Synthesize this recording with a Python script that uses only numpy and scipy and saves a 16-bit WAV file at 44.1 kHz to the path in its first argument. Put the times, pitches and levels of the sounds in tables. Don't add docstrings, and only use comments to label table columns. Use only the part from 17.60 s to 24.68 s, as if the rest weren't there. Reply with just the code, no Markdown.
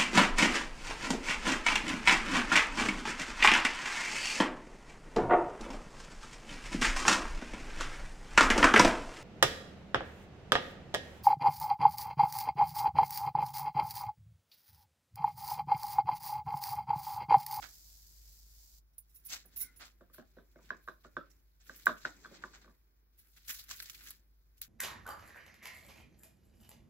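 import sys
import numpy as np
from scipy import signal
from scipy.fft import rfft, irfft, next_fast_len
from scipy.io import wavfile
from scipy.ndimage import uniform_filter1d

SR = 44100
rng = np.random.default_rng(int(sys.argv[2]) if len(sys.argv) > 2 else 0)


def makeup_ratio(level_db):
    decades = np.asarray(level_db, float) / 20
    return 10 ** decades


def to_wav(s):
    ch = np.atleast_2d(s).T
    pcm = np.round(np.clip(ch, -1, 1) * 32767)
    wavfile.write(sys.argv[1], SR, pcm.astype(np.int16))


N = 312290
TIME = np.arange(N) / SR

# f/Hz, density/dB per Hz (relative)
CRUST_COLOUR = [(150, -36), (250, -15.5), (420, -24), (758, -11), (870, -14.5), (1110, -10.5), (1490, -3.5),
                (2930, -6.5), (4070, -2), (7720, -5), (8710, -18.5), (11300, -6.5), (15700, -4.5)]
# t/s, dull rub level/dB
PRESSURE = [(0, -69.5), (.14, -85.5), (1.45, -88.5), (2.01, -73), (2.31, -81.5), (2.9, -81.5), (3.15, -65),
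            (3.3, -87), (3.65, -74.5), (3.81, -83), (4.04, -86.5), (4.1, -67), (4.2, -77.5), (4.76, -64.5),
            (5.07, -73.5), (5.21, -83.5), (5.9, -87), (6.45, -75), (6.74, -86.5), (7.08, -82)]
# t/s, level/dB
HUM_LEVEL = [(0, -59), (.1, -63), (1.16, -61.5), (1.26, -67), (4.9, -68), (5.36, -71), (6.0, -66),
             (7.08, -68)]
TREBLE_HZ = 9000


def rms_one(x):
    return x / np.sqrt(np.mean(x ** 2) + 1e-20)


def gain_curve(rows):
    s, db = np.transpose(rows)
    return makeup_ratio(np.interp(TIME, s, db, right=-200))


def colour(x, points, low_hz=20.0, high_hz=20000.0):
    size = next_fast_len(N)
    hz = np.maximum(np.fft.rfftfreq(size, 1 / SR), 1)
    at, db = np.transpose(points)
    gain = makeup_ratio(np.interp(np.log(hz), np.log(at), db))
    gain = gain * (hz > low_hz) * (hz <= high_hz)
    return rms_one(irfft(rfft(x, size) * gain, size)[..., :N])


def drift(rate_hz):
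    steps = rng.standard_normal(int(N / SR * 60) + 2)
    memory = np.exp(-2 * np.pi * rate_hz / 60)
    smooth = rms_one(signal.lfilter([1], [1, -memory], steps))
    return np.interp(TIME * 60, np.arange(len(steps)), smooth)


def grains(per_s, spread_db, alike, lag_s):
    size_db = spread_db * np.minimum(rng.exponential(1, (3, N)), 5)
    sizes = makeup_ratio(size_db) * rng.choice([-1, 1], (3, N))
    shared, left, right = sizes * (rng.random((3, N)) < per_s / SR)
    late = np.interp(TIME - lag_s, TIME, shared)
    return np.sqrt(alike) * np.array([shared, late]) + np.sqrt(1 - alike) * np.array([left, right])


def ring(x, hz, t60):
    r, w = makeup_ratio(-60 / (t60 * SR)), 2 * np.pi * hz / SR
    return signal.lfilter([0, np.sin(w)], [1, -2 * r * np.cos(w), r * r], x + 1e-18)


def bursts(rows, crest_db, opposite=0):
    power = np.zeros((3, 2, N))
    for s, db, other_db, swell, t60, pan_db in rows:
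        swell = max(swell, 3e-4)
        start = s - 0.6 * swell
        span = slice(int(start * SR), int((s + .5) * SR))
        t = TIME[span] - start
        rise = np.sin(np.pi / 2 * np.clip(t / swell, 0, 1)) ** 2
        fall = makeup_ratio(-60 * np.maximum(t - swell, 0) / t60)
        level = rise * fall * makeup_ratio(db - crest_db + np.array([[pan_db], [-pan_db]]) / 2)
        band_gain = makeup_ratio(np.array([0, other_db, -opposite * other_db]))[:, None, None]
        power[:, :, span] += (level * band_gain) ** 2
    return np.sqrt(power)


def place(s):
    # t/s, left over right level/dB
    hands = [(0, -23), (1.4, -11), (1.73, -0.5), (2.0, -3), (2.3, -0.5), (3.1, -2), (4.3, -3), (4.45, 0),
             (5.1, -1.2), (5.9, -0.5), (6.3, -1), (6.9, -0.5), (7.08, 1)]
    return np.interp(s, *np.transpose(hands))


def wide_noise(width):
    mid, side = rng.standard_normal((2, N))
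    return mid + width * side * np.array([[1], [-1]])


def kitchen(x):
    t60_s, wall_cut_hz = 0.29, 3500
    size = next_fast_len(N + SR)
    w = 2 * np.pi * np.fft.rfftfreq(size, 1 / SR)
    spectrum = rfft(x.mean(axis=0), size)
    out = np.zeros((2, size // 2 + 1), complex)
    for k, lag in enumerate(rng.uniform(0.012, 0.025, size=8)):
        wall = 1 / (1 + 1j * w / (2 * np.pi * wall_cut_hz))
        loop = makeup_ratio(-60 * lag / t60_s) * np.exp(-1j * w * lag) * wall
        out[k % 2] += (-1) ** (k // 2) * spectrum * loop / (1 - loop)
    return irfft(out, size)[:, :N]


def air():
    # f/Hz, density/dB per Hz (relative)
    air_colour = [(88, -33), (150, -2.5), (235, -11), (327, -10), (1250, -13), (1550, -11), (1740, -23),
                  (5490, -17.5), (7950, -35), (15700, -7.5)]
    return makeup_ratio(-75.5) * colour(wide_noise(1.7), air_colour)


def mains_hum():
    phase = 2 * np.pi * np.cumsum(50.5 + 1.0 * drift(9.3)) / SR
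    tone = np.sqrt(2) * np.sin(phase)
    return gain_curve(HUM_LEVEL) * makeup_ratio(2.4 * drift(6.1)) * tone


def rumble(near):
    # f/Hz, density/dB per Hz (relative)
    rumble_colour = [(15, -14), (60, 0), (100, -6.5), (150, -10), (220, -24), (400, -63.5)]
    under_hum = gain_curve(HUM_LEVEL) * makeup_ratio(-11)
    work_power = uniform_filter1d(near.mean(axis=0) ** 2, round(.05 * SR))
    work = np.sqrt(np.maximum(work_power, 1e-20))
    shake = makeup_ratio(-73) * (work / makeup_ratio(-53.5)) ** .4
    return colour(wide_noise(0.57), rumble_colour) * np.hypot(under_hum, shake)


def plate_rub():
    # f/Hz, density/dB per Hz (relative)
    rub_colour = [(88, -34.5), (150, -2), (354, -2), (677, -17.5), (1150, -16), (1260, -19.5), (1520, -13),
                  (2500, -16), (3250, -57), (5500, -120)]
    rub = colour(wide_noise(0.39), rub_colour) * makeup_ratio(1.5 * drift(15.0))
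    return gain_curve(PRESSURE) * rub


def sizzle():
    # f/Hz, density/dB per Hz (relative)
    fat_colour = [(590, -11), (1000, -11), (1200, -17), (1880, -13), (2070, -10.5), (2760, -12),
                  (4790, 4.5), (7600, 2.5), (8820, -7.5), (11600, 1), (15700, 3.5)]
    steady_db, fresh_db, fresh_s = -61.5, 6.5, 0.35
    end_s, die_db_per_s = 1.186, 850
    fizz = colour(grains(11000.0, 4.75, 0.067, 1e-4), fat_colour)
    level_db = steady_db + fresh_db * np.exp(-TIME / fresh_s)
    level_db -= die_db_per_s * np.maximum(TIME - end_s, 0)
    return makeup_ratio(np.maximum(level_db, -200) + 0.9 * drift(2.4)) * fizz


def squeak():
    # t/s, f/Hz, level/dB before the left-right gains
    glide = [(1.99, 2185, -80), (2.04, 2190, -65), (2.1, 2076, -69), (2.16, 2070, -89)]
    s, hz, db = np.transpose(glide)
    shake = rms_one(signal.lfilter([1], [1, -.97], rng.standard_normal(N)))
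    pitch = np.interp(TIME, s, hz) * (1 + .05 * shake)
    level = makeup_ratio(np.interp(TIME, s, db, left=-200, right=-200) + 2.5 * drift(25.0))
    phase = 2 * np.pi * np.cumsum(pitch) / SR
    tones = np.sin(phase) + makeup_ratio(-3.0) * np.sin(.7 * phase)
    return level * tones * makeup_ratio(np.array([[4.0], [-1.5]]))


def knocks():
    # t/s, level/dB, thud level/dB and lower ring level/dB above that
    blow_rows = [(1.85, -63, -5.5, -7), (2.4086, -56.5, -1, -1), (2.4984, -68.5, -3.5, 2.5),
                 (2.544, -54.5, -22, -12), (2.5819, -50, -0.5, -5), (2.5968, -53, -6.5, -16),
                 (2.6248, -59, -26, -18), (2.7689, -57.5, 3, -22), (2.785, -53.5, -8, -13),
                 (2.9584, -57, -1.5, -4), (2.9887, -62, -6, -1), (3.1045, -27.5, -17.5, -10.5),
                 (3.2762, -41, -11, 0), (3.2844, -34, -14.5, -4.5), (3.4474, -48, -7, -0.5),
                 (3.5666, -31.5, -9.5, -2.5), (4.0952, -37.5, -17, -15), (4.2682, -12, -21.5, -8.5),
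                 (4.2927, -35, -6.5, 4), (4.302, -43, -8, -5), (4.4515, -20, -22.5, -24),
                 (4.6476, -41, -27, -11), (4.6565, -40.5, -19, -7.5), (4.7119, -77, 18, -11),
                 (4.738, -58, -10, -7), (4.8376, -30.5, -20.5, -5), (4.9373, -53, -33.5, -8),
                 (5.0444, -55, -13, -3), (5.0583, -58.5, -10, -12), (5.0773, -60, -5.5, 2.5),
                 (5.0947, -65.5, -12.5, 1), (6.1098, -39.5, -31, -6.5), (6.2015, -44.5, -31.5, -31.5),
                 (7.0183, -58, -35.5, -11)]
    # f/Hz, level/dB (relative), decay setting/s (the ring dies somewhat sooner)
    plate_modes = [(182, -9.5, 0.11), (248, -6.5, 0.086), (364, -4.5, 0.071), (533, -3, .045),
                   (638, -3.5, 0.049), (748, -9, 0.015), (1188, 0.5, 0.022), (1538, -4.5, 0.022),
                   (1614, -6, 0.011), (2220, -22.5, .012), (2760, -5.5, 0.0088), (3620, -7, .012),
                   (3920, -2.5, .012), (4600, -7, .008), (6000, -7.5, .006)]
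    thud_top_hz, lower_ring_top_hz, tick_foot_hz = 900, 1300, 2500
    # s, dB, thud dB, lower ring dB
    rebound = np.array([.0085, -15.5, 4, 2])
    blows = [row + rebound * k for row in np.array(blow_rows) for k in range(2)]
    out = np.zeros((2, N + SR))
    t = TIME[:round(.15 * SR)]
    late = round(1.1e-4 * SR)
    for s, db, thud_db, lower_db in blows:
        tick_db = -17.5 - .25 * (db + 50)
        rings = np.zeros((2, len(t)))
        for hz, mode_db, decay_s in plate_modes:
            blow_off, chatter_off, jolt = rng.standard_normal(3)
            extra_db = 0
            if hz < thud_top_hz:
                extra_db = thud_db
            elif hz < lower_ring_top_hz:
                extra_db = lower_db
            elif hz > tick_foot_hz:
                extra_db = tick_db
            if hz < 560:
                extra_db -= 0.24 * (db + 52.5)
            level = makeup_ratio(mode_db + extra_db * np.array([[1], [.6]])) * makeup_ratio(1.5 * jolt)
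            pitch = hz * (1 + np.array([[0.03 * blow_off], [.12 * chatter_off]]))
            age = t * np.log(1000) / decay_s * 1.72
            rings += level * age * np.exp(1 - age) * np.sin(2 * np.pi * pitch * t)
        draws = rng.random((3, len(t)))
        taps = (draws < 600.0 / SR) * np.sign(draws * SR % 2 - 1)
        taps = taps[0] + 0.78 * taps[1:]
        taps = taps * makeup_ratio(-12.5 + .45 * thud_db - 20 * t / .06)
        sound = signal.fftconvolve(taps, rings[1:], axes=1)
        sound[0, late:late + len(t)] += rings[0]
        sound[1, :len(t)] += rings[0]
        pan_db = place(s)
        begin = round(s * SR)
        out[:, begin:begin + sound.shape[1]] += sound * makeup_ratio(db + np.array([[pan_db], [-pan_db]]) / 2)
    return out[:, :N]


def scrapes():
    # t/s, nominal peak level/dB, lower modes level/dB above that, swell/s, t60/s
    slip_rows = [(1.335, -65, -14, .005, .08), (1.3808, -32.5, -28.5, 0.0032, 0.073),
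                 (1.494, -60.5, -11, .006, .25), (1.5469, -45.5, -23, .012, 0.11),
                 (1.559, -46, -17, .007, .16), (1.651, -42, -28, .016, .18),
                 (1.6607, -38.5, -18, .0024, 0.11), (1.854, -55.5, -18, .0059, 0.16),
                 (1.96, -37, -28.5, 0.004, 0.13), (1.966, -30.5, -21, 0.0025, 0.12),
                 (1.9864, -35, -14.5, .014, 0.16), (2.004, -28, -17.5, 0.0072, .098),
                 (2.011, -23, -19, 0.015, 0.07), (2.0224, -32, -9.5, .0036, .12),
                 (2.0594, -54.5, -2, .006, 0.061), (2.163, -47.5, -17.5, 0.011, .3),
                 (3.701, -62.5, -3, 0.013, 0.21)]
    # f/Hz, level/dB (relative), t60/s
    blade_modes = [(2084, -5.5, 0.042), (2710, -6.5, 0.028), (3830, -4, .02), (5640, 9, 0.0047),
                   (7000, 6.5, 0.0095), (8080, 1, 0.039), (10380, -2, 0.036), (10400, -2.5, 0.048),
                   (11300, -10.5, 0.0044), (13170, -8.5, 0.061), (13110, 0.5, 0.032), (15200, -4, 0.056),
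                   (14700, 2.5, 0.045), (15700, -13, 0.019)]
    slips = rms_one(grains(6000.0, 4.0, .7, 1e-4))
    panned = [(*row, -8.5) for row in slip_rows]
    upper, lower, _ = bursts(panned, crest_db=9.5)
    out = makeup_ratio(-6.5) * upper * colour(slips, CRUST_COLOUR, low_hz=TREBLE_HZ)
    for hz, db, t60 in blade_modes:
        force = upper if hz > TREBLE_HZ else lower
        force = force * makeup_ratio(4.0 * drift(25.0) - 2.5)
        pushes = force * slips * rng.choice([-1, 1], N)
        kept_energy = makeup_ratio(-60 / (t60 * SR)) ** 2
        evened = np.sqrt(2 * (1 - kept_energy))
        out += makeup_ratio(db - 5.5) * evened * ring(pushes, hz, t60)
    return out


def crust_breaks():
    # t/s, nominal peak level/dB, treble level/dB above that, swell/s
    crunches = [(0.0254, -45, -36.5, 0.016), (1.6874, -40, 4, 0.023), (1.702, -31, -7, 0.029),
                (1.72, -22.5, -8, 0.036), (1.7453, -36, -12, .014), (2.2084, -41, -32, 0.039),
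                (2.249, -39.5, -8.5, 0.02), (2.537, -46, 9, 0.019), (2.5794, -50.5, -17, 0.014),
                (3.033, -50.5, -4, 0.081), (3.091, -53, -30, 0.011), (3.2394, -59.5, 7, 0.09),
                (3.2853, -59, -15, .014), (3.441, -58.5, -37, 0.022), (4.005, -52.5, -17, 0.019),
                (4.065, -49.5, 3, 0.023), (4.159, -46, 9, 0.0085), (4.2662, -28.5, -6, 0.013),
                (4.4493, -46, -45.5, 0.013), (4.5715, -61, -9, .02), (4.6376, -52, -37, 0.012),
                (4.739, -44, -26, 0.046), (4.818, -48.5, -33.5, .016), (4.9396, -46.5, -33, 0.03),
                (5.0155, -50.5, -24, 0.0094), (5.581, -55.5, 12.5, 0.023), (5.7674, -42, -4, .015),
                (5.85, -62, 7, .022), (5.8827, -29.5, 2.5, 0.021), (5.896, -22.5, -0.5, 0.016),
                (5.9916, -32.5, -0.5, .0058), (6.0924, -31, -4, 0.03), (6.102, -27.5, -8, 0.013),
                (6.4338, -46, 8.5, .012), (6.4725, -36.5, -1, 0.04), (6.974, -56, 7.5, .016),
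                (7.016, -36, 4.5, 0.0067)]
    # t/s, nominal peak level/dB, treble level/dB above that
    snaps = [(.0333, -49, -11), (1.737, -29, -24), (3.1674, -49, -10), (4.1954, -40, -4),
             (4.2573, -25, 7.5), (4.3805, -44, -9), (5.8497, -50.5, 1.4), (5.8825, -29, 1.5),
             (5.893, -27, 5), (5.9284, -35, -5), (5.9944, -34, 1), (6.0398, -34.5, 5.5), (6.1104, -25, -3),
             (6.1635, -42, 11), (6.201, -27.5, -5), (6.224, -25, 2.5), (6.2577, -29, -4),
             (6.2983, -27.5, 1.2), (6.347, -36.5, -6), (6.471, -36, -9), (6.506, -31.5, 9),
             (7.016, -31, 14.5)]
    rows = []
    for s, db, treble_db, swell in crunches:
        rows.append((s, db, treble_db, swell, .15 + 1.2 * swell, place(s)))
    for s, db, treble_db in snaps:
        rows.append((s, db, treble_db, .001, 0.025, place(s)))
        rows.append((s, db - 11, 1, 0.011, 0.12, place(s)))
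    return rows


def crust():
    # t/s, crust rustle level/dB
    rustle = [(0, -77), (1.03, -80.5), (1.18, -94), (1.58, -82), (1.67, -70), (1.87, -79), (2.01, -64),
              (2.13, -75), (2.4, -83), (3.15, -80.5), (3.65, -80), (3.85, -84.5), (3.99, -86), (4.1, -63),
              (4.25, -65.5), (4.95, -70), (5.21, -86), (5.48, -95.5), (5.66, -72.5), (5.84, -76),
              (5.92, -49), (6.06, -69.5), (6.13, -57), (6.51, -61), (6.62, -85.5), (6.75, -88), (7.08, -84)]
    cracks = grains(5000.0, 4.0, .35, 1e-4) * makeup_ratio(1.2 * drift(25.0))
    whole = colour(cracks, CRUST_COLOUR, high_hz=TREBLE_HZ)

    body, edges = whole, [1000, 2000, 3200, 5000, 8000]
    for pair in zip(edges, edges[1:]):
        band = signal.sosfilt(signal.butter(1, pair, "band", fs=SR, output="sos"), whole)
        body = body + band * (makeup_ratio(3.5 * drift(18.0)) - 1)
    body = rms_one(signal.sosfilt(signal.butter(2, 1000.0, "high", fs=SR, output="sos"), body))
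    treble = colour(cracks, CRUST_COLOUR, low_hz=TREBLE_HZ) * makeup_ratio(1.0 * drift(14.0))
    bass = rms_one(signal.sosfilt(signal.butter(1, 900.0, fs=SR, output="sos"), whole))

    body_burst, treble_burst, bass_burst = bursts(crust_breaks(), crest_db=16.5, opposite=0.59)
    body_rustle = gain_curve(rustle)
    foil = makeup_ratio(5) * (makeup_ratio(-86.5) / gain_curve(PRESSURE)) ** 0.53
    treble_rustle = body_rustle * foil
    return (body * np.hypot(body_burst, body_rustle)
            + treble * np.hypot(treble_burst, treble_rustle)
            + makeup_ratio(-11.5) * bass * bass_burst)


def scene():
    near = squeak() + knocks() + scrapes() + crust()
    background = air() + mains_hum() + rumble(near) + plate_rub()
    return background + makeup_ratio(-18.5) * kitchen(near) + sizzle() + near


def top_cut(x):
    return signal.sosfilt(signal.butter(12, 16830, fs=SR, output="sos"), x)


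def record(dry):
    low_pass = signal.cheby2(20, 50, 16030, fs=SR, output="sos")
    mix = signal.sosfilt(low_pass, dry)
    return top_cut(mix)


dry = scene()
out = record(dry)
to_wav(out)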